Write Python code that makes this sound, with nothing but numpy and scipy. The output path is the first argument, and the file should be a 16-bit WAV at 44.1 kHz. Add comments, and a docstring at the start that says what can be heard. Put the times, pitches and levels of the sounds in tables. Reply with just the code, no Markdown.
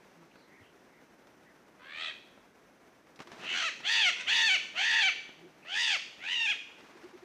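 """Macaws call outdoors: a low growl, then six harsh, arching screeches with a short grunt among them.
Each call is a buzzing syrinx (the bird's voice organ) with a fast flutter, heard through throat and beak.
Trees and ground return the calls as a few echoes and a fading wash of scattered sound.
Close knocks are short bursts of shaped noise, and rustles are grainy noise that swells and fades.
Far birds, soft hoots, hums and bumps are swelling tones in a hush of shaped noise with a thin insect tone."""
import sys
import numpy as np
from scipy import signal
from scipy.fft import rfft, irfft, next_fast_len
from scipy.io import wavfile
from scipy.ndimage import uniform_filter1d, minimum_filter1d

SR = 44100
rng = np.random.default_rng(int(sys.argv[2]) if len(sys.argv) > 2 else 0)


def unload_audio(sound):
    """Save the sound as a 16-bit wav file, at the path given as the first command line argument."""
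    columns = np.transpose(np.atleast_2d(sound))
    # keep every value between -1 and 1, then stretch to whole-number steps
    steps = np.round(np.clip(columns, -1, 1) * 32767)
    wavfile.write(sys.argv[1], SR, steps.astype(np.int16))


N = 319284
TIME = np.arange(N) / SR
CUTOFF_HZ = 15100   # top of the voices and of the final sound

# colour of knocks and rustles: (frequency [Hz], level [dB])
KNOCK_COLOUR = [(59, -49), (100, -18.5), (254, -5.5), (643, -9.5), (1170, -8.5), (1920, -12), (2270, -12),
                (3090, -17.5), (5870, -22.5), (14000, -49)]


def from_db(db):
    """Turn decibels into a gain."""
    return 10 ** (np.asarray(db) / 20)


def rms_one(x):
    """Scale a sound to an average (rms) level of 1."""
    return x / np.sqrt(np.mean(x ** 2) + 1e-20)


def at_hz(points, hz):
    """Read a spectrum's level between its points, with frequency spaced in octaves."""
    point_hz, point_db = np.transpose(points)
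    return np.interp(np.log(np.maximum(hz, 1)), np.log(point_hz), point_db)


def colour(x, spectrum, tilt_db=0):
    """Shape a sound by a spectrum and a slope in dB per octave; it fades below the lowest point."""
    size = next_fast_len(len(x), True)
    hz = np.maximum(np.fft.rfftfreq(size, 1 / SR), 1)
    gain = from_db(at_hz(spectrum, hz) + tilt_db * np.log2(hz / 2500))
    gain *= np.minimum(hz / spectrum[0][0], 1) ** 2
    return irfft(rfft(x, size) * gain, size)[:len(x)]


def wander(size, rate_hz):
    """Smooth random drift of rms 1: noise at a tenth of the sample rate, low-passed twice."""
    pole = np.exp(-2 * np.pi * rate_hz * 10 / SR)
    noise = rng.standard_normal(size // 10 + 402)
    slow = signal.lfilter([1], [1, -2 * pole, pole * pole], noise)
    slow = slow[400:]   # drop the filter's start-up
    return np.interp(np.arange(size) / 10, np.arange(len(slow)), rms_one(slow))


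def add(out, s, sound):
    """Mix a sound in from time s, in seconds."""
    start = max(int(s * SR), 0)
    out[start:start + len(sound)] += sound[:N - start]


def background(insect_db, insect_hz):
    """Air noise with an unsteady level, a tone roughened into an insect band, and grainy rustling."""
    # outdoor hush: (frequency [Hz], relative level per Hz [dB])
    hush_colour = [(24, -69), (40, -16), (95, -15), (182, -6), (313, -3), (554, -7), (804, -9.5),
                   (1290, -13), (1420, -11), (2220, -15.5), (3070, -22.5), (4560, -27), (5990, -24.5),
                   (7130, -31.5), (15000, -37.5)]
    # spells of faint rustling: (middle [s], half length [s], level [dB])
    rustles = [(.1, 0.4, -67.5), (3.445, 0.15, -50), (4.296, 0.64, -56.5), (5.843, 0.63, -66.5),
               (6.944, 0.34, -58)]
    hush_db = -60.5
    breeze_db = 1.1 * wander(N, 16)
    hush = from_db(hush_db + breeze_db) * rms_one(colour(rng.standard_normal(N), hush_colour))
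    insects = from_db(insect_db) * wander(N, 260) * np.sin(2 * np.pi * insect_hz * TIME)
    grains = rng.standard_normal(N) * from_db(1.84 * wander(N, 36))
    spells = sum(from_db(db) * np.exp(-((TIME - s) / half) ** 2) for s, half, db in rustles)
    return hush + insects + spells * rms_one(colour(grains, KNOCK_COLOUR))


def far_notes(rows, waver, waver_hz):
    """Pure tones that swell and fade, unsteady in pitch: (middle [s], length [s], pitch [Hz], level [dB])."""
    out = np.zeros(N)
    for middle, length, hz, db in rows:
        size = int(length * SR)
        pitch = hz * (1 + waver * wander(size, waver_hz))
        phase = 2 * np.pi * np.cumsum(pitch) / SR
        swell = np.sqrt(2) * np.hanning(size)
        add(out, middle - length / 2, from_db(db) * swell * np.sin(phase))
    return out


def low_notes():
    """Soft hoots and bumps as single low tones, and hums as a tone with its octave."""
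    # soft hoots, all near one pitch: (middle [s], length [s], level [dB])
    hoot_rows = [(3.284, .12, -58), (3.527, 0.066, -54.5), (5.454, 0.12, -53.5), (6.832, 0.064, -62),
                 (6.959, 0.036, -53.5), (7.051, 0.0583, -46.5), (7.152, 0.061, -49.5), (7.233, 0.032, -51)]
    # faint low hums, level of the lower tone: (middle [s], length [s], level [dB])
    hum_rows = [(.205, .16, -61), (5.43, 0.24, -63.5)]
    # dull bumps: (middle [s], length [s], pitch [Hz], level [dB])
    bumps = [(0.621, 0.046, 103, -59), (4.297, .086, 80, -65.5)]
    hoot_hz, hum_hz, octave_db = 363.4, 167, -2
    hoots = [(s, length, hoot_hz, db) for s, length, db in hoot_rows]
    hums = [(s, length, hum_hz * 2 ** octave, db + octave_db * octave)
            for s, length, db in hum_rows for octave in (0, 1)]
    return far_notes(hoots + hums + bumps, waver=0.04, waver_hz=30)


def far_birds():
    """Faint far birds: short tones whose pitch wavers quickly."""
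    # far birds: (middle [s], length [s], pitch [Hz], level [dB])
    bird_rows = [(.318, 0.026, 2900, -65), (.41, 0.24, 4150, -71.5), (.57, 0.31, 2020, -62.5),
                 (.665, 0.16, 2970, -67.5), (.97, 0.25, 2020, -67.5), (1.49, 0.13, 1880, -64),
                 (5.635, 0.041, 2500, -58.5)]
    return far_notes(bird_rows, waver=0.075, waver_hz=250)


def knocks():
    """Each knock is a sharp contact and a dry rattle: noise with a fast and a slower decay."""
    # knocks close by: (start [s], peak level [dB], treble setting [dB], rattle against contact [dB])
    knock_rows = [(0.228, -50, -24, 2), (0.356, -44, -15, 1), (1.27, -48, -6, -4), (2.375, -44, -24, 0),
                  (3.07, -49.5, -11, -8), (3.159, -51, 12, 2), (3.191, -36.5, -6.5, 5),
                  (3.202, -32.5, -9, 17), (3.218, -39.5, -3, 14), (3.272, -40.5, -5, 9),
                  (3.317, -35, -4, 7), (3.803, -39.5, -5, 3), (5.291, -39, -15, -7), (6.904, -53, -18, 0)]
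    out, t = np.zeros(N), TIME[:SR // 5]
    for s, db, treble_db, rattle_db in knock_rows:
        # the treble setting is offset and stretched into the level at 4000 Hz
        shade = [(150, 0), (1200, 0), (4000, 1.4 * (treble_db + 6.0))]
        grit = rms_one(colour(colour(rng.standard_normal(len(t)), KNOCK_COLOUR), shade))
        contact = from_db(-60 * t / .022)
        rattle = from_db(rattle_db - 60 * t / .07)
        blow = grit * np.minimum(t / .001, 1) * (contact + rattle)
        add(out, s, from_db(db) * blow / np.abs(blow).max())
    return out


def field(x, scatter_db, t60):
    """Add a few distinct echoes and scatter from the trees that fades by 60 dB in t60 seconds."""
    # echoes off ground and trees: (delay [s], level [dB])
    echoes = [(.0023, -23), (.021, -16.5), (.041, -15.5)]
    # colour of the scattered sound: (frequency [Hz], level [dB])
    trees = [(300, -5), (900, -9.5), (2400, -0.5), (4700, 1), (5600, 3), (7500, -0.5), (12000, -1.5)]
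    t = TIME[:SR + SR // 4]
    scatter = colour(rng.standard_normal(len(t)), trees)
    scatter = scatter * from_db(-60 * t / t60) * np.minimum(t / 0.014, 1)
    response = from_db(scatter_db) * scatter / np.sqrt(np.sum(scatter ** 2))
    for delay, db in echoes:
        add(response, delay, from_db([db]))
    return x + signal.fftconvolve(x, response)[:N]


def growl(length, top_hz, db, rough, bright_db):
    """One swell of effort builds, holds and lets go; pitch, level, brightness and beak follow it."""
    build_share, release_s = .68, 0.0281
    rest_hz, rest_db, rest_tilt_db = 482.5, -20.5, -11.5   # dB values are added at zero effort
    t = TIME[:int(length * SR)]
    effort = np.minimum(np.minimum(t / (build_share * length), (length - t) / release_s), 1)
    note = rest_hz + (top_hz - rest_hz) * effort
    level_db = db + rest_db * (1 - effort)
    tilt_db = bright_db + rest_tilt_db * (1 - effort) ** 2
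    mouth_hz = np.interp(effort ** 2, [0, 1], [1290, 3450])   # beak resonance at rest, at full effort
    return note, level_db, rough, tilt_db, mouth_hz


def screech(length, attack, rise, curvature, top_hz, sag, breaks, break_s, break_ratio, rebound,
            clears, opens, db, swell_db, rough, bright_db):
    """Pitch arches up, sags, breaks lower, rebounds and falls; level, rasp and beak move with time."""
    start_hz, rebound_s = 589.5, 0.02616
    fall_s, fall_share = .038, .27
    onset_db, release_s, release_db = -24.5, 0.018, -8.5
    clear_roughness, clearing_s = 0.13, .05
    t = TIME[:int(length * SR)]
    left = length - t

    climb = (top_hz - start_hz) * np.maximum(1 - t / rise, 0) ** curvature
    arch = top_hz - climb - sag * np.maximum(t - rise, 0)
    register = np.interp(t - breaks, [0, break_s, break_s + rebound_s],
                         [1, break_ratio, break_ratio * (1 + rebound)])
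    fall = 1 - fall_share * np.maximum(1 - left / fall_s, 0) ** 2
    note = arch * register * fall

    # the level opens quickly, keeps swelling and is cut short
    slack = np.maximum(1 - t / attack, 0) ** 2
    release = release_db * np.maximum(1 - left / release_s, 0)
    level_db = db + onset_db * slack - swell_db * left + release

    # the rasp clears, with a brief extra rasp as the voice breaks
    clearing = np.interp(t - clears, [-clearing_s / 2, clearing_s / 2], [rough, clear_roughness])
    roughness = clearing + 0.18 * np.exp(-((t - breaks - break_s / 2) / 0.018) ** 2)

    # the mouth rides one harmonic number in the rise, another atop the arch, a third once the beak opens
    settles = 0.654 * rise
    stage = sum(np.clip(.5 + (t - s) / 0.025, 0, 1) for s in (settles, opens))
    mouth_hz = arch * register * np.interp(stage, [0, 1, 2], [4.32, 1.92, 3.28])

    # dull by up to 6 dB per octave at the onset, and by 4 more for each octave under the top note
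    tilt_db = bright_db - 6 * slack + 4 * np.log2(note / top_hz)
    return note, level_db, roughness, tilt_db, mouth_hz


def call(controls, throat, flutter_hz, unsteady, swing, throb_db, jitter):
    """The syrinx buzzes; when driven hard it flutters in pitch and level, jitters and rasps."""
    note, level_db, rough, bright_db, mouth_hz = controls
    size = len(note)
    beat = 2 * np.pi * np.cumsum(flutter_hz * (1 + unsteady * wander(size, 43.5))) / SR
    flutter = rough * (swing * np.sin(beat) + jitter * wander(size, 425))
    pitch = note * (1 + flutter + 0.00643 * wander(size, 83.0))
    phase = 2 * np.pi * np.cumsum(pitch) / SR
    # the throat shortens as the note rises, lifting its resonances
    lift = (note / 900) ** 0.41
    voice = np.zeros(size)
    half_lines = [1.5, 2.5, 3.5, 4.5]   # weak tones halfway between the harmonics
    for k in [*range(1, 21), *half_lines]:
        hz = k * pitch
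        mouth_db = 6.1 / (1 + ((hz - mouth_hz) / 350) ** 2)
        shift = lift ** np.clip((6200 - hz) / 2500, 0, 1)   # the top resonance stays put
        throat_db = at_hz(throat, hz / shift)
        gain = from_db(throat_db + mouth_db + bright_db * np.log2(hz / 2500) + 2.7 * wander(size, 24.5))
        # no two cycles are alike: higher harmonics blur more
        blur = np.minimum((hz / 7500) ** 2, 2) * wander(size, 160)
        tone = np.sin(k * phase + blur + rng.uniform(0, 2 * np.pi))
        strength = 0.3 * rough if k % 1 else 1
        voice += gain * (hz < CUTOFF_HZ) * tone * strength
    voice /= np.sqrt(uniform_filter1d(voice ** 2, size=300) + 1e-12)   # even out the level
    # air escapes in a puff each cycle
    puffs = rng.standard_normal(size) * (1 + np.cos(phase))
    air = rms_one(colour(puffs, throat, tilt_db=1.5))
    rasp = .08 + .2 * rough
    throb = from_db(rough * (throb_db * np.sin(beat + 1.0) + 1.17 * wander(size, 170)))
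    throb /= np.sqrt(uniform_filter1d(throb ** 2, size=1200))   # throb without a change in mean power
    return from_db(level_db) * throb * (voice + rasp * air)


def macaws():
    """Growls and harsh screeches from the same kind of voice, each through a throat shape."""
    # throat and beak shapes, all four: (frequency [Hz], level [dB])
    growl_throat = [(600, -19), (800, -3), (1100, -10), (1500, -2.5), (2000, -2), (2700, -1.5),
                    (3250, -4.5), (3650, -6), (4350, -6.5), (4750, -12), (5200, -25), (5900, -31.5),
                    (8300, -36.5), (11000, -70), (15000, -57)]
    open_throat = [(600, -12), (1000, -10), (1400, -8), (1900, 1), (2700, 0), (3500, 2), (4000, -13.5),
                   (4500, -5.5), (5400, -21.5), (5800, -16), (6250, -14.5), (6750, -20), (7600, -25.5),
                   (9000, -38), (15000, -56)]
    wide_throat = [(600, -17.5), (1000, -15.5), (1500, -10), (2000, -1.5), (2800, -3.5), (3500, 4),
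                   (4100, -14.5), (4700, -4.5), (5500, -14), (6700, -12.5), (7300, -21.5), (8300, -22),
                   (9200, -35), (15000, -50)]
    narrow_throat = [(650, -19), (1000, -17.5), (1500, -10.5), (2000, -3.5), (2750, 1), (3300, -4.5),
                     (3850, -6.5), (4300, -18.5), (5600, -20.5), (6600, -19.5), (7800, -29), (10000, -43.5),
                     (15000, -59)]
    throats = {"growl": growl_throat, "open": open_throat, "wide": wide_throat, "narrow": narrow_throat}
    # the growl and the grunt: (start [s], length [s], top pitch [Hz], level [dB], roughness [0-1],
    #   brightness [dB per octave], flutter [Hz], throat [name])
    growl_rows = [(1.795, .33, 637, -38, 0.9, 5, 79.54, "growl"),
                  (4.15, 0.092, 512, -37, 0.6, 3.5, 84.5, "open")]
    # screeches: (start [s], length [s], attack [s], pitch rise [s], rise curvature [power], top pitch [Hz],
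    #   sag [Hz per s], voice breaks after [s], break lasts [s], pitch of the break [ratio],
    #   rebound [share], rasp clears after [s], beak opens after [s], level at the end before release [dB],
    #   swell [dB per s], roughness [about 0-1], brightness [dB per octave], flutter [Hz],
    #   throb at roughness 1 [dB], throat [name])
    screech_rows = [(3.389, .312, 0.15, 0.22, .75, 797, 326, .205, 0.028, .8, 0.052, 0.255, 0.29, -31.5, 13, 1.01, 2.5, 83.24, 2.5, "open"),
                    (3.827, 0.28, 0.057, 0.093, 1.46, 923.5, 333, 0.18, 0.06, .82, 0.0508, .19, 0.16, -24, 23, 0.79, 2.5, 98.9, 1, "open"),
                    (4.259, 0.31, 0.032, 0.079, 1.68, 932.5, 376.5, .217, 0.0295, .86, 0.044, .165, 0.22, -24.5, 11, 0.78, 3, 84.36, 1, "open"),
                    (4.74, .362, 0.056, 0.13, 1.05, 924.4, 198.2, 0.27, .028, 0.86, 0.021, 0.27, 0.28, -24, 19, 0.78, 1.06, 83.37, 0, "open"),
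                    (5.649, 0.32, 0.16, .15, .95, 960.5, 802, .24, .05, .9, 0.017, 0.293, 0.17, -28.5, 6, 0.66, -0.6, 83.44, 3, "wide"),
                    (6.183, 0.35, 0.15, .13, 1.0, 971.4, 513.7, .275, 0.0171, .88, 0.11, 0.18, 0.16, -28.5, 14.5, 0.63, 0.7, 85.5, 5, "narrow")]
    out = np.zeros(N)
    for s, *shape, flutter_hz, throat in growl_rows:
        add(out, s, call(growl(*shape), throats[throat], flutter_hz,
                         unsteady=.04, swing=.06, throb_db=5.5, jitter=.02))
    for s, *shape, flutter_hz, throb_db, throat in screech_rows:
        add(out, s, call(screech(*shape), throats[throat], flutter_hz,
                         unsteady=0.0794, swing=0.081, throb_db=throb_db, jitter=0.03))
    return out


def scene():
    """Everything reaches one microphone, the same in both channels."""
    birds = field(macaws(), scatter_db=-8.5, t60=0.67)
    far = low_notes() + far_birds()
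    mono = birds + far + knocks() + background(insect_db=-89, insect_hz=6060)
    return np.array([mono, mono])


def record(dry):
    """A quick limiter holds down the loudest peaks; the top is cut steeply."""
    ceiling = .145
    needed = ceiling / np.maximum(np.abs(dry), ceiling)
    gain = uniform_filter1d(minimum_filter1d(needed, size=180), size=180)
    top_cut = signal.ellip(10, .1, 80, CUTOFF_HZ, fs=SR, output="sos")
    return signal.sosfilt(top_cut, dry * gain)


dry = scene()
out = record(dry)
unload_audio(out)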